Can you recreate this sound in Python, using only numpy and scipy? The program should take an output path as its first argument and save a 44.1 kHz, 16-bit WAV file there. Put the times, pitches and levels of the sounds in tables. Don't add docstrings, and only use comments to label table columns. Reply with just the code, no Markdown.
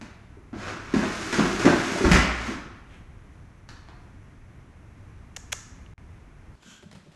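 import sys
import numpy as np
from scipy import signal
from scipy.io import wavfile
from scipy.ndimage import uniform_filter1d

SR = 44100
rng = np.random.default_rng(int(sys.argv[2]) if len(sys.argv) > 2 else 0)


def digitize_waveform(pressure):
    field = np.atleast_2d(pressure).T
    bounded = np.clip(field, -1, 1)
    quanta = np.round(bounded * 32767).astype(np.int16)
    wavfile.write(sys.argv[1], SR, quanta)


N = 315578
TIME = np.arange(N) / SR
RING = np.arange(int(1.5 * SR)) / SR


# (frequency [Hz], level [dB], T60 [s])
WOOD_MODES = [(152, -1, 0.25), (183, 2.5, 0.22), (212.7, 1.5, 0.3), (233.7, -0.5, 0.15), (257, 0.5, 0.17),
              (290.6, -2, 0.24), (316, -1.5, 0.2), (343.2, 1, 0.23), (371, 1, 0.14), (398, -3.5, 0.15),
              (500, -16, 0.076), (594, -1, 0.21), (690, -0.5, 0.12), (813, -2.5, 0.12), (874, -5, 0.28)]
def thud(centre_hz, octaves, damping, punch):
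    hz, db, t60 = np.transpose(WOOD_MODES)[:, :, None]
    detune, phase = rng.uniform(-1.03, 1, (2, len(WOOD_MODES), 1))
    weight = amp(db) / (1 + (np.log2(hz / centre_hz) / octaves) ** 4)
    tuned_hz = hz * (1 + 0.014 * detune)
    modes = weight * decay(t60 / damping) * np.sin(2 * np.pi * tuned_hz * RING + 1.95 * phase)
    attack = 1 - np.exp(-RING / 0.0028)
    contact = 1 + punch * np.exp(-RING / 0.0091)
    return modes.sum(0) * attack * contact


def boom(hz, t60):
    return damped_sine(hz, t60) * (1 - np.exp(-RING / 0.0067))


# (time [s], level [dB], centre frequency [Hz], damping [ratio])
BASKET_IMPACTS = [(.014, -44.5, 247, 1.2), (.37, -53, 380, 1.3), (.53, -37, 265, 1.7),
                  (.568, -44, 230, 1.8), (.939, -23.5, 265, 2.6), (.964, -23.5, 240, 1.15),
                  (1.018, -31, 290, 1.2), (1.329, -33.5, 310, 1.2), (1.386, -22.5, 270, 2),
                  (1.404, -24, 190, 1.3), (1.445, -26.5, 328, 1.4), (1.53, -34, 370, 1.3),
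                  (1.598, -33, 373, 1.3), (1.649, -20, 340, 1.8), (1.663, -16.5, 276, 2.2),
                  (1.672, -27, 670, 1.7), (1.715, -28.5, 650, 1.4), (1.733, -25, 300, 1.4),
                  (1.919, -34, 230, 1.384), (1.955, -35, 610, 1.2), (2.008, -25.5, 345, 1.1),
                  (2.041, -22, 305, 1.3), (2.051, -30, 480, 2.4), (2.068, -25.5, 260, 1.7),
                  (2.112, -18.5, 176, 1.17), (2.128, -32.5, 640, 3), (2.156, -29, 200, 1.7),
                  (2.204, -38, 590, 4), (2.478, -33, 260, 1.3), (2.51, -37, 310, 1.2), (2.555, -40, 230, 1)]
# (time [s], level [dB], frequency [Hz], T60 [s])
RINGING_STEPS = [(.945, -24, 214, .55), (.99, -34, 312, .65), (1.4, -21, 181, .33), (1.66, -23.5, 243, .35),
                 (1.652, -28, 343, .42)]
# (time [s], level [dB])
FLOOR_IMPACTS = [(2.051, -18.5), (2.136, -17)]
# (frequency [Hz], relative level [dB], T60 [s])
FLOOR_MODES = [(47.6, -2, 0.41), (59.8, -6.5, 1.12), (65, 2.5, .38), (80, 0.5, 0.31), (113, -2, 0.25)]
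def basket_knocks():
    out = np.zeros(N)
    for start, db, hz, damping in BASKET_IMPACTS:
        knock = thud(hz, octaves=0.46, damping=damping, punch=0.32)
        add(out, start, at_level(knock + reverb(knock, wet_db=-6), db))
        add(out, start, amp(db - 18) * boom(hz=48.2, t60=1))
    for start, db, hz, t60 in RINGING_STEPS:
        add(out, start, amp(db) * boom(hz, t60))
    for start, db in FLOOR_IMPACTS:
        add(out, start, sum(amp(db + mode_db) * boom(hz, t60) for hz, mode_db, t60 in FLOOR_MODES))
    return out


# (frequency [Hz], gain [dB])
SHELL_SPECTRUM = [(30, -33.5), (100, 1.5), (200, 0), (350, 0), (480, -3.5), (900, -3), (1400, -0.5),
                  (2000, -4.5), (3100, -11), (4500, -13), (6500, -14), (8200, -22.5), (11500, -32.5)]
# (frequency [Hz], bandwidth [Hz], gain [dB])
WALL_RESONANCES = [(1400, 250, 0.56), (1660, 73, 1.5), (2290, 140, 1.4), (2500, 83, 3.4), (3480, 100, 0.68)]
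# (start [s], fastest [s], stop [s], level [dB],
# tilt [dB/octave], board resonance [dB], entry speed [fraction of top speed])
BASKET_SLIDES = [(.55, .695, .79, -35, -1.3, 3.5, .18), (.76, .936, .95, -43, -1, 3, .5),
                 (0.937, 2.1, 2.26, -32, 1.9, 10.5, .45), (2.32, 2.48, 2.62, -37, .2, -1.5, .3)]
def basket_slides():
    slips = grains(N, per_s=4500, spread_db=2)
    notch = (740, 350, -3)
    rub = np.zeros(N)
    for start, fastest, stop, db, tilt, board_db, entry in BASKET_SLIDES:
        speed = np.interp(TIME, [start, fastest, stop], [entry, 1, 0], left=0)
        boards = (360, 156, board_db)
        scrape = colour(slips, SHELL_SPECTRUM, [*WALL_RESONANCES, notch, boards], tilt)
        rub += amp(db) * speed * scrape / rms(scrape)
    rub *= amp(0.85 * wobble(samples=600))
    return rub + reverb(rub, wet_db=-4)


def chatter(decay_s, crack):
    envelope = np.exp(-RING / decay_s) + crack * np.exp(-RING / 0.0042)
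    return grains(len(RING), per_s=1800, spread_db=3) * envelope


# (time [s], level [dB], tilt [dB/octave], decay time [s], first-contact boost [ratio])
WALL_RATTLES = [(0.013, -46.5, 0, 0.032, .4), (.53, -43.5, -5, 0.035, 0.3), (0.938, -29.5, -2.7, 0.048, 0),
                (1.016, -31.5, -3.5, 0.045, 0), (1.215, -41, 1.5, .03, 0), (1.326, -27, 0.6, 0.07, .4),
                (1.394, -26.5, -3.5, 0.027, 0.74), (1.455, -32.5, -3, 0.022, 0.3),
                (1.597, -31, 0, 0.046, 0.039), (1.652, -26, -0.6, 0.028, 0), (1.661, -22.3, -6, .05, 0),
                (1.933, -34.5, -4, 0.063, .3), (2.046, -24.5, -2.5, 0.034, 0.008),
                (2.115, -20.3, 2.4, 0.024, .15), (2.142, -24.5, 0, 0.016, 0), (2.157, -21, -.6, 0.024, .2),
                (2.478, -42, -4, 0.04, 0.14)]
def basket_rattles():
    out = np.zeros(N)
    for start, db, tilt, decay_s, crack in WALL_RATTLES:
        flex = (1850, 1300, 1.17 * max(db + 25.5, 0))
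        rattle = colour(chatter(decay_s, crack), SHELL_SPECTRUM, [*WALL_RESONANCES, flex], tilt)
        add(out, start, at_level(rattle + reverb(rattle, wet_db=0.5), db))
    return out


# (time [s], level [dB], tilt [dB/octave], decay time [s])
PET_JUMPS = [(3.688, -48, .6, 0.015), (3.886, -51.5, -3.5, 0.01)]
# (frequency [Hz], bandwidth [Hz], gain [dB])
EMPTY_RESONANCES = [(1410, 100, 2.5), (2120, 90, 3), (4300, 1600, 5)]
def pet_jumps():
    out = np.zeros(N)
    for start, db, tilt, decay_s in PET_JUMPS:
        knock = colour(chatter(decay_s, crack=0.52), SHELL_SPECTRUM, EMPTY_RESONANCES, tilt)
        add(out, start, at_level(knock + reverb(knock, wet_db=1.5), db))
    return out


# (time [s], level [dB], duration [s])
SMACK_EVENTS = [(5.363, -33.5, .0075), (5.52, -26, .0115)]
# (frequency [Hz], gain [dB])
SMACK_SPECTRUM = [(100, -37), (600, -12.5), (1000, -14.5), (1400, -1), (3000, .5), (4600, -10.5), (6600, 2),
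                  (9000, -17.5), (12000, -14)]
# (frequency [Hz], gain [dB])
ECHO_SPECTRUM = [(200, -18), (1000, -8), (1700, -5), (2300, -8), (3300, -11.5), (4700, -9), (5900, 1),
                 (7000, 1), (8000, -5), (9000, -14), (12000, -18)]
# (frequency [Hz], bandwidth [Hz], gain [dB])
ECHO_RESONANCES = [(1319, 120, 6), (1733, 130, 7.5), (2130, 80, 5), (2800, 100, 5), (3520, 120, 5),
                   (6700, 500, 2.5)]
def smacks():
    out = np.zeros(N)
    for start, db, length in SMACK_EVENTS:
        swell = np.minimum(RING / length + 0.25, 1) / (1 + (RING / length) ** 14)
        crackle = grains(len(RING), per_s=8400, spread_db=5.5) * swell
        direct = unit_energy(colour(crackle, SMACK_SPECTRUM))
        snap = signal.unit_impulse(len(RING), np.argmax(swell))
        echo = unit_energy(colour(snap, ECHO_SPECTRUM, ECHO_RESONANCES))
        pop_hz = 450 + 3800 * np.exp(-RING / 0.00127)
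        pop = np.sin(2 * np.pi * np.cumsum(pop_hz) / SR) * np.exp(-RING / 0.0025)
        add(direct, 0.84 * length, amp(-7.5) * unit_energy(pop))
        add(out, start, amp(db) * np.sqrt(length * SR) * (direct + reverb(echo, wet_db=-10)))
    return out


# (time [s], pad level [dB], centre frequency [Hz], claw level [dB], scuff decay time [s])
PAW_STEPS = [(6.624, -76, 250, -60, .035), (6.661, -54.5, 210, -70, .02), (6.712, -59, 205, -64, .02),
             (6.826, -58, 480, -62, .012), (6.838, -49, 165, -72, .01), (6.913, -56, 189, -59, .01),
             (6.928, -59, 188, -58.5, .01), (6.95, -48, 125, -57, .035), (7.061, -60, 440, -75, .02),
             (7.080, -55, 104, -76, .01), (7.118, -68, 151, -64, .035), (7.146, -70, 150, -61, .02)]
# (frequency [Hz], gain [dB])
CLAW_SPECTRUM = [(100, -25), (500, 8), (1000, 3.5), (2000, 2.5), (3600, -0.5), (5000, -3.5), (7500, -8),
                 (12000, -17)]
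def paw_steps():
    out = np.zeros(N)
    for start, pad_db, hz, claw_db, decay_s in PAW_STEPS:
        pad = thud(hz, octaves=0.5, damping=1.8, punch=0)
        scuff = grains(len(RING), per_s=2400, spread_db=2.5) * np.exp(-RING / decay_s)
        claw = colour(scuff, CLAW_SPECTRUM)
        add(out, start, amp(pad_db - 2.5) * boom(hz=94, t60=0.35))
        add(out, start, at_level(pad + reverb(pad, wet_db=-8), pad_db))
        add(out, start, at_level(claw + reverb(claw, wet_db=-5.5), claw_db))
    return out


def soft_rub(swell_s, db, spectrum, resonances=()):
    hiss = colour(grains(N, per_s=4000, spread_db=0.5), spectrum, resonances)
    rub = hiss / rms(hiss) * np.interp(TIME, swell_s, [0, 1, 0])
    return amp(db) * (rub + reverb(rub, wet_db=-5.5))


SKID_S = (6.6, 6.712, 6.82)
# (frequency [Hz], gain [dB])
SKID_SPECTRUM = [(200, -10), (500, -15), (1000, -8), (1500, -1), (1850, -10), (2300, -5), (3200, -2.5),
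                 (4600, -9), (7000, -2), (8000, -8), (8800, -21), (12000, -18)]
# (frequency [Hz], bandwidth [Hz], gain [dB])
SKID_RESONANCES = [(1530, 220, 7), (3250, 450, 4.5)]
def paw_skid():
    return soft_rub(SKID_S, db=-52.5, spectrum=SKID_SPECTRUM, resonances=SKID_RESONANCES)


# (frequency [Hz], relative level [dB], T60 [s])
SKID_RING_MODES = [(1465, -1, .25), (1583, 0, .4), (2654, -5, .3), (3090, -3, .15), (3150, -2, .25),
                   (3284, -2, .4), (6298, -6, .15), (6912, -5, .12)]
def skid_ringing():
    start, _, end = SKID_S
    drive = grains(N, per_s=500, spread_db=1.5) * np.interp(TIME, SKID_S, [0.3, 1, 0], left=0)
    out = np.zeros(N)
    for hz, db, t60 in SKID_RING_MODES:
        mode = signal.fftconvolve(drive, damped_sine(hz, t60))[:N]
        out += amp(db) * mode / rms(mode)
    return amp(-60) * out / rms(out[(TIME > start) & (TIME < end)])


# (frequency [Hz], gain [dB])
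BRUSH_SPECTRUM = [(200, -3), (1300, 4), (2200, 6), (3300, 2), (4300, -10), (7000, -11), (12000, -24)]
def basket_rustle():
    return soft_rub((2.83, 2.945, 3.04), db=-56.5, spectrum=BRUSH_SPECTRUM)


# (time [s], level [dB], frequency [Hz])
FAINT_TICKS = [(5.863, -42, 2860), (5.980, -40, 2230), (6.552, -60, 4500)]
def ticks():
    out = np.zeros(N)
    for start, db, hz in FAINT_TICKS:
        add(out, start, amp(db) * np.sin(2 * np.pi * hz * RING) * np.exp(-RING / 0.0011))
    return out


# (frequency [Hz], T60 [s])
REVERB_T60 = [(60, 0.49), (200, 0.76), (500, 0.78), (1200, 1.02), (3000, 0.9), (7000, 0.61), (12000, 0.47)]
def reverb(x, wet_db):
    hz, t, bands = signal.stft(rng.standard_normal(len(RING)), SR, nperseg=512)
    bands = bands * amp(-60 * t / value_at(REVERB_T60, hz)[:, None])
    tail = signal.istft(bands, SR, nperseg=512)[1][:len(RING)]
    tail *= 1 - np.exp(-RING / 0.0026)
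    return amp(wet_db) * signal.fftconvolve(x, unit_energy(tail))[:len(x)]


# (frequency [Hz], gain [dB])
HALL_NOISE = [(12, -44), (20, -3), (42, -3), (108, -2.5), (137, -9.5), (170, -10), (211, -15),
              (268, -15.5), (510, -26), (1050, -27), (1610, -29), (2150, -30), (3100, -40), (4700, -47),
              (6100, -43), (7800, -49.5), (11400, -51), (12000, -66), (15600, -74), (22000, -120)]
ROOM_NOISE = [(20, -8), (60, 0), (220, -4), (400, -12), (1500, -16), (3000, -22), (7000, -28),
              (12000, -38)]
def house_noise(room_change_s=6.555):
    hall = colour(rng.standard_normal(N + SR), HALL_NOISE)[SR:]
    room = colour(rng.standard_normal(N + SR), ROOM_NOISE)[SR:]
    noise = np.where(TIME < room_change_s, amp(-47) * hall / rms(hall), amp(-60) * room / rms(room))
    return amp(0.53 * wobble(samples=7000)) * noise


def colour(x, spectrum, resonances=(), tilt=0, size=8192):
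    hz = abs(np.fft.fftfreq(size, 1 / SR))
    db = value_at(spectrum, hz) + tilt * np.log2(np.maximum(hz, 700) / 1500)
    db += sum(gain / (1 + (2 * (hz - centre) / width) ** 2) for centre, width, gain in resonances)
    response = np.exp(np.conj(signal.hilbert(np.log(amp(db)))))
    taps = np.fft.ifft(response).real[:size // 2]
    return signal.fftconvolve(x, taps)[:len(x)]


def grains(count, per_s, spread_db):
    chance, size, sign = rng.random((3, count))
    strength = amp(spread_db * np.minimum(-np.log(size + 1e-9), 4))
    impulses = (chance < per_s / SR) * np.sign(sign - 0.5) * strength
    return impulses / rms(impulses)


def wobble(samples):
    curve = uniform_filter1d(rng.standard_normal(N), size=samples)
    return curve / rms(curve)


def damped_sine(hz, t60):
    return decay(t60) * np.sin(2 * np.pi * hz * RING)


def decay(t60):
    return amp(-60 * RING / t60)


def value_at(table, hz):
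    table_hz, values = np.transpose(table)
    return np.interp(np.log(hz + 1), np.log(table_hz + 1), values)


def amp(db):
    return 10 ** (np.asarray(db) / 20)


def rms(x):
    return np.sqrt(np.mean(x ** 2) + 1e-20)


def unit_energy(x):
    return x / np.linalg.norm(x)


def at_level(hit, db):
    return amp(db) * hit / rms(hit[:round(0.06 * SR)])


def add(mix, start_s, sound):
    part = mix[round(start_s * SR):][:len(sound)]
    part += sound[:len(part)]


def scene():
    basket = basket_slides() + basket_knocks() + basket_rattles() + basket_rustle() + pet_jumps()
    clicks = smacks() + ticks()
    dog = paw_skid() + skid_ringing() + paw_steps()
    return np.tile(basket + clicks + dog + house_noise(), (2, 1))


def record(dry):
    dip = np.where((TIME > 5.938) & (TIME < 5.979), amp(-31), 1.0)
    gain = uniform_filter1d(dip, size=60)
    lowpass = signal.firwin(301, cutoff=11900, window=("kaiser", 8), fs=SR)
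    return signal.oaconvolve(dry * gain, lowpass[None], "same")


dry = scene()
out = record(dry)
digitize_waveform(out)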